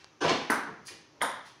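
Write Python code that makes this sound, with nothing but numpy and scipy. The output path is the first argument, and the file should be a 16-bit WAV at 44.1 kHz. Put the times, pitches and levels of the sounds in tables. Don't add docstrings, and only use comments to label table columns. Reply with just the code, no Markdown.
import sys
import numpy as np
from scipy import signal
from scipy.fft import rfft, irfft
from scipy.io import wavfile

SR = 44100
rng = np.random.default_rng(int(sys.argv[2]) if len(sys.argv) > 2 else 0)


def transcribe(u):
    v = np.clip(np.atleast_2d(u).T, -1, 1)
    q = np.round(v * 32767).astype(np.int16)
    wavfile.write(sys.argv[1], SR, q)


N = 70560

# (f/Hz, t60/s)
ROOM_DECAY = [(120, 0.67), (320, 0.43), (840, 0.56), (1500, 0.57), (3000, 0.66), (6000, 0.48), (9000, 0.35),
              (11000, 0.3), (15000, 0.22)]
# (f/Hz, level/dB)
HUM_LINES = [(145, -81), (312, -76.5), (390, -76), (538, -79.5), (786, -84.5)]
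# (f/Hz, relative level/dB)
HISS_COLOUR = [(20, -27), (45, -21), (80, -5), (140, 1), (210, -9), (330, -2), (560, -12), (1050, -7.5),
               (2000, -16.5), (3200, -20), (6300, -16.5), (8000, -39), (11000, -35.5), (12500, -46),
               (15500, -49)]
TICK_COLOUR = [(200, -5), (700, 2.5), (1300, 1.5), (2500, -6), (5000, 2.5), (7000, -12), (8500, -14),
               (11000, -23), (12500, -45)]
TAP_COLOUR = [(60, -36), (200, -17.5), (360, 3.5), (520, -10.5), (730, -8), (880, 4.5), (1130, -9.5),
              (1330, -12), (1600, -1.5), (1950, -28), (2750, -9), (4000, -21), (6000, -17), (7800, -40),
              (9000, -31.5), (12000, -58), (15000, -71)]

# (t/s, rise/s, fall/s, rub level/dB, grit level/dB)
SCUFFS = [(0, 0.0022, 0.01, -48, -70), (0.218, 0.021, 0.1, -37.5, -56), (0.275, 0.0222, 0.0023, -23, -59),
          (0.85, 0.021, 0.0063, -51.5, -42.5), (0.876, 0.01, 0.0035, -36, -53),
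          (1.442, 0.024, 0.017, -49.5, -57)]
# (f/Hz, relative level/dB)
RUB_COLOUR = [(200, -30), (900, -8), (1700, 4.5), (3200, 4), (4500, 1.5), (6300, -3), (7600, -12.5),
              (11000, -31.5), (12500, -71), (15000, -95)]
GRIT_COLOUR = [(3000, -22), (4500, -2), (6000, -2.5), (8000, -13.5), (9000, -5), (10300, -4.5),
               (11300, -13), (12300, -19), (15000, -19.5)]
# (t/s, rise/s, fall/s, thud level/dB, clap level/dB)
STEPS = [(0.231, 0.014, .013, -21.5, -20.5), (0.284, 0.017, 0.0098, -28.5, -22),
         (0.675, 0.0095, 0.018, -40, -70), (0.895, 0.016, 0.0097, -46.5, -77),
         (1.11, 0.046, 0.014, -58, -64)]
# (f/Hz, relative level/dB)
THUD_COLOUR = [(30, -20), (70, -35.5), (110, -5.5), (200, -3.5), (250, -3.5), (320, 2), (390, 1.5),
               (500, -8.5), (800, -9), (2000, -41), (8000, -62)]
CLAP_COLOUR = [(150, -27), (350, 1), (700, 4), (1000, -0.5), (1280, -1.5), (1600, -5), (2100, -7),
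               (5000, -16.5), (12000, -55)]

# (f/Hz, width/Hz, relative level/dB batted, relative level/dB bounced)
SHELL_MODES = [(6010, 570, 1.5, -22), (6910, 920, -34, -6), (8895, 750, 2.5, 3), (10040, 1400, -1, -0.5),
               (11150, 950, -5.5, -6.5), (13200, 4300, -14.5, -15.5)]
# (f/Hz, relative level/dB, t60/s)
PADDLE_MODES = [(282.6, -11.5, 0.072), (980, -23, 0.06), (1620, 14.5, 0.0098), (1944, 9.5, 0.017)]
TABLE_MODES = [(539, -16.5, 0.071), (1180, -23, 0.024), (1956, 5, 0.0095), (3210, -2, 0.011)]
# (f/Hz, relative level/dB)
PADDLE_COLOUR = [(60, -29), (150, -16), (280, 2.5), (400, -5), (540, -6), (750, -6.5), (950, 2),
                 (1150, -0.5), (1500, 2), (2050, -7), (2650, -19.5), (3300, -23), (4700, -21.5),
                 (7000, -27.5), (15000, -31)]
TABLE_COLOUR = [(60, -33), (170, -14.5), (260, -5), (380, -12.5), (520, -3), (780, -2.5), (950, 2.5),
                (1400, -2.5), (2050, -5), (2650, -24.5), (3250, -13), (3700, -11.5), (4300, -24),
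                (5200, -19.5), (7700, -31), (15000, -41)]
# (knock level/dB, wash level/dB, ping level/dB)
PADDLE_MIX, GRAZE_MIX, BOUNCE_MIX = (-0.98, 9.67, -9), (-27, -7, -42), (-1.8, 6.6, -7)


def amp(db):
    return 10 ** (np.asarray(db) / 20)


def unit(x):
    return x / np.sqrt(np.sum(x ** 2) + 1e-20)


def read(points, hz):
    f, value = np.transpose(points)
    return np.interp(np.log(hz + 1), np.log(f), value)


def through(x, response):
    return signal.fftconvolve(x, response)[:N]


def placed(at_s, sound):
    return np.concatenate([np.zeros(round(at_s * SR)), sound, np.zeros(N)])[:N]


def click(gain_db, size=4096):
    hz = abs(np.fft.fftfreq(size, 1 / SR))
    log_gain = np.log(amp(gain_db(hz)) + 1e-6)
    spectrum = np.exp(np.conj(signal.hilbert(log_gain)))
    return unit(np.fft.ifft(spectrum).real[:size // 2])


def coloured_click(colour):
    return click(lambda hz: read(colour, hz))


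def room_tone(hiss_db=-62.5):
    t = np.arange(N) / SR
    hiss_eq = amp(read(HISS_COLOUR, np.fft.rfftfreq(N, 1 / SR)))
    hiss = irfft(rfft(rng.standard_normal(N)) * hiss_eq, N)
    hum = sum(amp(db) * np.sqrt(2) * np.sin(2 * np.pi * (hz * t + rng.random())) for hz, db in HUM_LINES)
    return amp(hiss_db) * unit(hiss) * np.sqrt(N) + hum


def reverb(sound, predelay_s=0.0022, spread_db=3, early_db=0.5, early_s=0.06):
    t = np.arange(SR) / SR
    taps = rng.choice([-1., 1.], SR) * (rng.random(SR) < 1 / 4)
    taps *= amp(spread_db * rng.standard_normal(SR) + early_db * np.exp(-t / early_s))
    hz, age_s, bands = signal.stft(taps, SR, nperseg=256)
    decay = amp(-60 * age_s / read(ROOM_DECAY, hz)[:, None])
    tail = signal.istft(bands * decay, SR, nperseg=256)[1][:SR]
    return unit(through(sound, tail * (t > predelay_s)))


def close_tick(at_s, level_db):
    return amp(level_db) * placed(at_s, coloured_click(TICK_COLOUR))


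def pressure(at_s, rise_s, fall_s):
    t = np.arange(N) / SR - at_s
    return np.clip(t / rise_s, 0, 1) * np.exp(-np.maximum(t - rise_s, 0) / fall_s)


def contact(force, colour, grains_per_s=5000, spread_db=2.5, direct_db=-7):
    grains = rng.standard_normal(N) * amp(spread_db * rng.standard_normal(N))
    grains *= rng.random(N) < grains_per_s / SR
    surface = coloured_click(colour)
    response = placed(0, reverb(surface)) + amp(direct_db) * placed(0, surface)
    return through(force * unit(grains) * np.sqrt(N), response)


def far_tap(at_s, level_db):
    return contact(amp(level_db) * pressure(at_s, rise_s=0.015, fall_s=0.0046), TAP_COLOUR)


def footwork(pushes, dark_colour, bright_colour):
    dark = sum(amp(db) * pressure(*timing) for *timing, db, _ in pushes)
    bright = sum(amp(db) * pressure(*timing) for *timing, _, db in pushes)
    return contact(dark, dark_colour) + contact(bright, bright_colour)


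def shell_ping(at_s, batted, t60_s=0.038, direct_db=-5):
    def resonance_db(f):
        peaks = sum(amp(bat_db if batted else bounce_db) / (1 + (2 * (f - hz) / width) ** 2) ** 2
                    for hz, width, bat_db, bounce_db in SHELL_MODES)
        return 20 * np.log10(peaks)

    t = np.arange(SR // 8) / SR
    shell = click(resonance_db)
    burst = rng.standard_normal(len(t)) * amp(-60 * t / t60_s)
    direct = unit(through(shell, burst))
    return placed(at_s, reverb(shell)) + amp(direct_db) * placed(at_s, direct)


def ball_hit(at_s, mix, modes, colour, batted=False, attack_s=0.0012, ping_lag_s=0.0045):
    knock_db, wash_db, ping_db = mix
    t = np.arange(SR // 8) / SR
    ring = sum(amp(db - 60 * t / t60) * np.sin(2 * np.pi * hz * t) for hz, db, t60 in modes)
    attack = 1 - np.exp(-(t / attack_s) ** 2)
    knock = placed(at_s, unit(ring * attack))
    ping = shell_ping(at_s + ping_lag_s, batted)
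    wash = placed(at_s, reverb(coloured_click(colour)))
    return amp(knock_db) * knock + amp(wash_db) * wash + amp(ping_db) * ping


def scene():
    ball = ball_hit(0.4983, PADDLE_MIX, PADDLE_MODES, PADDLE_COLOUR, batted=True)
    ball += ball_hit(1.206, GRAZE_MIX, TABLE_MODES, TABLE_COLOUR)
    ball += ball_hit(1.2148, BOUNCE_MIX, TABLE_MODES, TABLE_COLOUR)
    steps = footwork(STEPS, THUD_COLOUR, CLAP_COLOUR)
    scuffs = footwork(SCUFFS, RUB_COLOUR, GRIT_COLOUR)
    tap = far_tap(at_s=0.2048, level_db=-20.5)
    tick = close_tick(at_s=0.0445, level_db=-23.5)
    return (ball + steps + scuffs + tap + tick + room_tone())[None]


def record(dry, cutoff_hz=15750):
    lowpass = signal.firwin(511, cutoff_hz, window=("kaiser", 9), fs=SR)
    return signal.oaconvolve(dry, lowpass[None], "same")


dry = scene()
out = record(dry)
transcribe(out)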